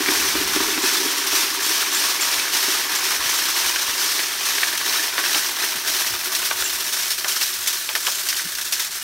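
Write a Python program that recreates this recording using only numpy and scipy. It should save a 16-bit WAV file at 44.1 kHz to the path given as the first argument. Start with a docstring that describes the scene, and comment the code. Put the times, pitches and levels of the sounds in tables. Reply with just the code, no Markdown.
"""Clods thump and dry dirt hisses in a hand-cranked steel trommel, a drum sieve, heard in mono.
Each turn lifts the load and lets it slide over the wire mesh in small avalanches, whose many
impacts excite the resonances of mesh and shell. As the fine soil drains away the hiss thins,
and single stones knock, spill and ping against the wires. Underneath, the stand rumbles."""
import sys
import numpy as np
from scipy import signal
from scipy.io import wavfile
from scipy.ndimage import uniform_filter1d

SR = 44100
rng = np.random.default_rng(int(sys.argv[2]) if len(sys.argv) > 2 else 0)


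def put_to_file(sound):
    """Save the sound as 16-bit audio at rate SR, in the file named by the first command-line argument."""
    columns = np.atleast_2d(sound).T  # one column per channel
    safe = np.clip(columns, -1, 1)
    whole_steps = np.round(safe * 32767)
    wavfile.write(sys.argv[1], SR, whole_steps.astype(np.int16))


N = 398223
TIME = np.arange(N) / SR
RING_TIME = np.arange(SR // 4) / SR  # time axis of one impact

# Slides of the load, about three a second. Each row: start and length in seconds, relative level in dB.
LOAD_SLIDES = [(0.062, .22, -20.5), (0.304, .13, -26), (0.478, 0.23, -24), (0.812, 0.16, -20),
               (1.01, 0.19, -25.5), (1.3, 0.13, -19.5), (1.62, 0.21, -20.5), (1.906, 0.21, -20.5),
               (2.189, 0.21, -22), (2.502, 0.29, -20), (2.888, .07, -24.5), (3.008, .13, -21.5),
               (3.225, 0.32, -21), (3.548, 0.18, -21), (3.75, 0.26, -25), (3.976, 0.25, -21.5),
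               (4.405, 0.3, -22), (4.834, 0.21, -22), (5.16, 0.3, -23), (5.572, 0.11, -23.5),
               (5.846, 0.23, -21.5), (6.29, .17, -27), (6.556, 0.41, -25), (6.901, 0.21, -23.5),
               (7.246, 0.19, -23), (7.524, 0.039, -24), (7.64, 0.11, -24.5), (8.007, 0.27, -26),
               (8.275, .14, -37), (8.72, 0.12, -29.5)]
# How hard the pebbles tumble. Each row: time in seconds, relative level in dB.
TUMBLING_LEVELS = [(0, -27), (1.5, -29), (3.3, -27), (4.4, -28), (4.8, -25), (6.45, -24), (7.15, -27),
                   (8.45, -30.5), (9.03, -36)]
# Large clods landing. Each row: start in seconds, relative level in dB.
CLOD_LANDINGS = [(.003, -17), (0.085, -14), (.115, -18), (.195, -19.5), (0.351, -14), (0.41, -20),
                 (.559, -11.5), (.602, -13.5), (.68, -21), (.775, -15), (0.837, -14.5), (1.049, -19),
                 (1.328, -19.5), (1.432, -22), (2.679, -19.5), (5.184, -26), (5.358, -25)]
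# Stones striking the drum. Each row: start in seconds, relative level in dB, pitch in Hz,
# gain of the crack against the clack in dB, weight from 0 to 1.
STONE_STRIKES = [(0.06, -15.5, 1750, -10, 0), (0.085, -12.5, 1730, -14, 0), (3.417, -22, 1580, -6, 0),
                 (3.76, -18.5, 1780, -2, 0), (4.192, -20.5, 2610, 5, 0.1), (4.582, -18.5, 1820, 3, 0.2),
                 (4.631, -9.5, 1940, -9, 0.1), (5.18, -19, 1410, 4, .9), (5.239, -20.5, 1700, 2.5, 0),
                 (5.345, -14.5, 3320, -2.5, .9), (5.638, -21, 1730, -1, 0), (6.428, -24, 1410, 2, 0.1),
                 (6.511, -14.5, 1160, -0.5, .5), (6.622, -20.5, 1450, 3, 0.2),
                 (7.245, -21.5, 1630, 4.5, 0.65), (7.365, -20.5, 1530, -7, 0.2), (7.416, -25, 2642, 2, 0),
                 (7.89, -18, 3440, -0.5, 0.35), (7.952, -16, 1790, -2, 0.67),
                 (8.068, -14.5, 3020, -2, 0.95), (8.327, -21, 1680, -8.5, 0.1), (8.345, -23, 3190, -7, 0),
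                 (8.394, -19, 1580, -9, 0.1), (8.585, -26, 1470, -14, 0.07)]
# Gravel dropping on the mesh. Each row: start in seconds, relative level in dB, t60 in seconds.
GRAVEL_SPILLS = [(1.266, -16.5, .2), (1.349, -17, 0.28), (2.95, -16.5, 0.088), (4.775, -14.5, 0.074),
                 (5.329, -18, 0.64), (6.243, -19, 0.12), (6.349, -14, 0.13), (6.447, -18, 0.33),
                 (7.105, -14, .17), (7.281, -18, 0.15), (7.411, -15.5, 0.26), (7.457, -20.5, 0.17),
                 (7.673, -13, 0.13), (7.727, -19, 0.11), (7.952, -15, 0.17), (8.064, -17, 0.27),
                 (8.287, -13.5, 0.18), (8.364, -20, 0.32), (8.549, -21, .14), (8.61, -20.5, 0.15),
                 (8.723, -13.5, 0.19), (8.796, -18, 0.24), (8.943, -28, 0.12)]
# Wires plucked by stones. Each row: start in seconds, relative level in dB.
WIRE_PLUCKS = [(.82, -27), (1.63, -26), (1.947, -22), (2.209, -22), (2.958, -25), (3.36, -28), (6.606, -25),
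               (6.642, -23), (8.149, -28)]
# The stand rocking on the ground. Each row: start in seconds, level in dB, pitch in Hz, t60 in seconds.
STAND_BUMPS = [(1.3, -51, 70, 0.4), (2.36, -45, 70, 0.16), (3.17, -46, 51.85, .4), (3.249, -44, 120, 0.15),
               (3.63, -50, 52, .7), (3.88, -42, 75, 0.088), (4.46, -51, 80, 0.12), (5.751, -39, 183, .08),
               (6.101, -39, 80, .15), (6.53, -49, 99, .15), (6.59, -44, 55, 0.13), (6.72, -48, 60, .1),
               (7.55, -51, 75, .2), (8.448, -33, 217, 0.066)]

# Modes of the hollow drum. Each row: frequency in Hz, relative level in dB, t60 in seconds.
BODY_MODES = [(287.5, -7, 0.085), (316.7, 7.5, 0.064), (377, 10, 0.05), (640, -12, 0.028)]
# Modes of the steel shell. Each row: frequency in Hz, gain over the direct sound in dB, t60 in seconds.
SHELL_MODES = [(945, 2, 0.13), (1131, -3, 0.17), (1742, -2, 0.049), (1974, -8, 0.072), (2610, -19, 0.092),
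               (3160, -8, 0.075), (3540, -8, 0.07), (4030, -5, 0.19), (5315, 0.5, 0.033), (7200, -1, 0.083),
               (11380, 2, .04)]

# Spectrum of grit on the mesh. Each row: frequency in Hz, relative level in dB.
GRIT_SPECTRUM = [(150, -39), (500, -19.5), (1000, -12.5), (2000, -5.5), (4000, 0), (5000, 0), (6000, 2.5),
                 (7000, -4.5), (7900, -5), (9000, -2.5), (10400, -8), (11500, -6), (12600, -5),
                 (16000, -9.5)]
# Spectrum that the grit tends to near the end, with less 3-6 kHz hiss and relatively more top treble.
# Each row: frequency in Hz, relative level in dB.
GRIT_LATE = [(150, -23), (800, -6), (1500, 6.5), (2600, -1), (4000, -4), (5500, -4), (7000, 0.5),
             (8600, -0.5), (10400, -6), (12400, -4), (16000, -9)]
# Spectrum of pebbles on soil-covered steel. Each row: frequency in Hz, relative level in dB.
PEBBLE_ON_SOIL = [(100, -31.5), (220, -12.5), (380, -1), (500, -9.5), (780, -5), (950, -2.5), (1700, -3.5),
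                  (2400, -5.5), (3600, -9), (6000, -9), (10000, -37), (16000, -37)]
# Spectrum of pebbles on bare steel. Each row: frequency in Hz, relative level in dB.
PEBBLE_ON_STEEL = [(100, -42), (205, -5.5), (275, -19), (375, 11), (490, -28), (630, 7.5), (800, -15),
                   (1150, 1), (1600, 1.5), (2200, -5), (3600, 0), (6000, 2), (16000, 6.5)]
# Spectrum of a stone's crack. Each row: frequency in Hz, relative level in dB.
CRACK_SPECTRUM = [(100, -28.5), (350, -4.5), (480, -4.5), (1000, -2), (1800, 0), (3200, -0.5), (6000, -7),
                  (9000, -53), (16000, -38)]
# Spectrum of the stand's rumble. Each row: frequency in Hz, relative level in dB.
RUMBLE_SPECTRUM = [(22, -42), (33, -8), (45, 5), (70, 2), (110, -2), (180, 0.5), (300, -4), (700, -34)]


def grit(slips, flow):
    """Superposition: thousands of grain impacts a second merge into a hiss, fewer as the soil drains."""
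    grains = unit_rms(impacts(draining(full=18000, empty=11000), spread_db=1.0)) * slips * flow
    return amp(1.09) * colour_fade(grains, GRIT_SPECTRUM, GRIT_LATE, start_s=5.8, end_s=13.3)


def pebbles(slips, flow, sizes=48):
    """Free vibration: pebbles patter and clack with each slide, each size at its natural frequency."""
    patter = unit_rms(impacts(draining(full=4900, empty=1500), spread_db=1.5))
    clacks = np.zeros(N)
    for hz in np.geomspace(1000, 4400, sizes):
        hits = impacts(draining(full=16, empty=5), spread_db=2.0)
        clacks += convolve(hits, mode(hz, t60=18 / hz))
    surge = (flow / uniform_filter1d(flow, size=22000)) ** 0.48  # flow against its half-second mean
    tumbling = amp(np.interp(TIME, *np.transpose(TUMBLING_LEVELS)))
    rattle = (amp(-0.5) * patter + amp(-8.5) * unit_rms(clacks)) * slips * surge * tumbling
    return colour_fade(rattle, PEBBLE_ON_SOIL, PEBBLE_ON_STEEL, start_s=2.5, end_s=8.37)


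def sliding(rise_s=0.039, run_out_t60=0.4, sag_db_per_s=9.5):
    """Incoherent sources add in power: slides swell, sag and run out over a thinning trickle of grit."""
    trickle = amp(-23.5 - 0.42 * TIME)
    power = trickle ** 2
    t = np.arange(SR) / SR
    for start, length, db in LOAD_SLIDES:
        rise = np.minimum(t / rise_s, 1)
        run_out = np.exp(-np.log(1000) * np.maximum(t - length, 0) / run_out_t60)
        add(power, start, (rise * amp(db - sag_db_per_s * t) * run_out) ** 2)
    return np.sqrt(power)


def avalanches(per_s, t60, depth):
    """Amplitude modulation: the load slips in small bursts that start at once and die away."""
    bursts = convolve(abs(impacts(per_s, spread_db=0.5)), decay(t60) ** 2)
    power = np.maximum(1 - depth + depth * bursts / bursts.mean(), 1e-4)
    return np.sqrt(power / uniform_filter1d(power, size=4000))


def clods(push_s=0.0008):
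    """A long contact favours low modes: soft clods boom and crumble over the drumming of the load."""
    boom = sum(amp(db) * mode(hz, t60) for hz, db, t60 in BODY_MODES) * (1 - decay(t60=0.058))
    boom = signal.sosfilt(signal.butter(2, 215, "highpass", fs=SR, output="sos"), boom)
    drumming = unit_rms(convolve(impacts(per_s=330, spread_db=4.0), boom))
    out = amp(-6) * drumming * load_drive()
    soft_push = np.exp(-(RING_TIME / push_s - 2) ** 2)
    thud = unit_peak(convolve(boom, soft_push))
    for start, db in CLOD_LANDINGS:
        crumbs = colour(noise_burst(t60=0.038) * (1 - decay(t60=0.018)), PEBBLE_ON_SOIL)
        add(out, start, amp(db) * (amp(-4) * thud + amp(0.5) * crumbs))
    return out


def load_drive(hold_s=1.0, breakup_db_per_s=12, drain_db_per_s=1.26):
    """Power summation: a heap that soon breaks up and the loose rest of the soil both drive the drum."""
    heap = amp(-30.5 - breakup_db_per_s * np.maximum(TIME - hold_s, 0))
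    loose = amp(-39 - drain_db_per_s * TIME)
    return np.hypot(heap, loose)


def stone_knocks(settle_s=0.007):
    """Impact excitation: a stone gives a pitched clack and a crack; a heavy one settles with a clunk."""
    out = np.zeros(N)
    rebounds = decay(t60=0.028) + amp(-20) * decay(t60=0.1)
    clunk_hz = draining(full=2050, empty=1020)  # the stones that stay longest clunk lowest
    for start, db, hz, crack_db, weight in STONE_STRIKES:
        crack = colour(rng.choice([-1, 1], len(RING_TIME)) * rebounds, CRACK_SPECTRUM)
        add(out, start, amp(db) * (clack(hz, t60=0.034) + amp(crack_db) * crack))
        settle_hz = np.interp(start, TIME, clunk_hz)
        clunk = clack(settle_hz, t60=0.085) + amp(-9.5) * clack(0.54 * settle_hz, t60=0.11)
        add(out, start + settle_s, weight * amp(-20) * clunk)
    return out


def gravel_spills():
    """Shot noise under a decaying envelope: a handful of gravel lands together and scatters."""
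    envelope = np.zeros(N)
    for start, db, t60 in GRAVEL_SPILLS:
        add(envelope, start, amp(db) * decay(t60) * (1 - decay(t60=0.0038)))
    grains = unit_rms(impacts(per_s=7000, spread_db=3.0))
    return colour(envelope * grains, GRIT_SPECTRUM)


def wire_pings(hz=7340):
    """Plucked resonance: a stone snags a wire, which twangs and chatters against its neighbours."""
    out = np.zeros(N)
    for start, db in WIRE_PLUCKS:
        twang = unit_peak(convolve(noise_burst(t60=0.13), mode(hz, t60=0.037)))
        chatter = clack(hz, t60=0.045)
        add(out, start, amp(db) * (amp(4) * twang + amp(0.5) * chatter))
    return out


def wire_clinks(slips, flow, wires=40):
    """Struck resonance: small stones tinkle on single wires, each with its own natural frequency."""
    out = np.zeros(N)
    for hz in np.geomspace(2200, 7000, wires):
        out += convolve(impacts(per_s=3, spread_db=3.0), mode(hz, t60=0.081))
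    return amp(-12) * unit_rms(out) * slips * flow


def mesh_modes(count=48, db=-6.5, t60=0.06):
    """Normal modes of the wire mesh. Each row: frequency in Hz, gain in dB, t60 in seconds."""
    pitches = np.geomspace(1500, 15000, count) * rng.uniform(1.0, 1.03, count)
    return [(hz, db, t60) for hz in pitches]


def steel_ringing(hits, modes):
    """Modal superposition: the direct impacts plus the ringing that they leave in the steel."""
    response = np.zeros(len(RING_TIME))
    for hz, db, t60 in modes:
        envelope = decay(t60)
        response += amp(db) * np.cos(2 * np.pi * hz * RING_TIME) * 2 * envelope / envelope.sum()
    return hits + convolve(hits, response)


def stand(shake_at_s=0.37, shake_width_s=0.28):
    """Forced vibration: the stand rumbles, shakes briefly under the full drum and bumps now and then."""
    rumble = unit_rms(colour(rng.standard_normal(N), RUMBLE_SPECTRUM))
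    shake = amp(-45) * np.exp(-((TIME - shake_at_s) / shake_width_s) ** 2)
    out = rumble * (amp(-58.5) + shake)
    for start, db, hz, t60 in STAND_BUMPS:
        add(out, start, amp(db) * clack(hz, t60))
    return out


def impacts(per_s, spread_db):
    """A Poisson process: independent impulses, mostly small with a few large ones."""
    size = amp(spread_db * np.minimum(rng.exponential(1, N), 4))
    polarity = rng.choice([-1, 1], N)
    occurs = rng.random(N) < per_s / SR
    return size * polarity * occurs / np.sqrt(per_s)


def clack(hz, t60):
    """Band-limited noise: a rough contact heard through one broad resonance."""
    band = signal.butter(2, [hz * 0.8, hz * 1.25], "bandpass", fs=SR, output="sos")
    wave = signal.sosfilt(band, noise_burst(t60))
    return wave * np.linalg.norm(decay(t60)) / np.linalg.norm(wave)


def mode(hz, t60):
    """Impulse response of a damped oscillator, with unit energy."""
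    wave = np.cos(2 * np.pi * hz * RING_TIME) * decay(t60)
    return wave / np.linalg.norm(wave)


def noise_burst(t60):
    """Broadband excitation: white noise that dies away."""
    return rng.standard_normal(len(RING_TIME)) * decay(t60)


def decay(t60):
    """Exponential damping: a fall of 60 dB in t60 seconds."""
    return np.exp(-np.log(1000) * RING_TIME / t60)


def draining(full, empty):
    """Geometric glide from the value for a full drum to that for a drained one."""
    return full * (empty / full) ** (TIME / TIME[-1])


def colour_fade(hits, early, late, start_s, end_s):
    """Linear crossfade: the spectrum fades from an early colour towards a late one."""
    blend = np.clip((TIME - start_s) / (end_s - start_s), 0, 1)
    return (1 - blend) * colour(hits, early) + blend * colour(hits, late)


def colour(x, spectrum, size=4096):
    """Minimum-phase filter: gives clicks a spectrum and keeps their energy."""
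    hz, db = np.transpose(spectrum)
    bin_hz = abs(np.fft.fftfreq(size, 1 / SR))
    log_gain = np.log(amp(np.interp(np.log(bin_hz + 1), np.log(hz), db)))
    transfer = np.exp(np.conj(signal.hilbert(log_gain)))
    response = np.fft.ifft(transfer).real[:size // 2]
    return convolve(x, response / np.linalg.norm(response))


def convolve(x, response):
    """Convolution, cut to the length of the input."""
    return signal.oaconvolve(x, response)[:len(x)]


def add(mix, start, sound):
    """Superposes a sound on the mix from a start in seconds."""
    part = mix[round(start * SR):][:len(sound)]
    part += sound[:len(part)]


def amp(db):
    """Decibels to amplitude ratio."""
    return 10 ** (np.asarray(db) / 20)


def unit_rms(x):
    """Normalises to an rms of one."""
    return x / np.sqrt(np.mean(x ** 2) + 1e-20)


def unit_peak(x):
    """Normalises to a peak of one."""
    return x / abs(x).max()


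def scene():
    """Source and resonator: the slipping soil rings shell and mesh, while large stones ring the mesh."""
    slips = avalanches(per_s=80, t60=0.18, depth=draining(full=0.35, empty=0.81))
    flow, mesh = sliding(), mesh_modes()
    soil_hits = grit(slips, flow) + pebbles(slips, flow) + wire_clinks(slips, flow) + gravel_spills()
    soil = steel_ringing(soil_hits, list(SHELL_MODES) + mesh)
    stones = steel_ringing(stone_knocks(), mesh)
    mono = amp(-3.5) * soil + amp(-3) * stones + clods() + wire_pings() + stand()
    return np.array([mono, mono])


def record(dry):
    """Band limiting: a linear-phase low-pass removes the treble above 15.8 kHz."""
    lowpass = signal.firwin(801, 15800, window=("kaiser", 10), fs=SR)
    return signal.oaconvolve(dry, lowpass[None], "same")


dry = scene()
out = record(dry)
put_to_file(out)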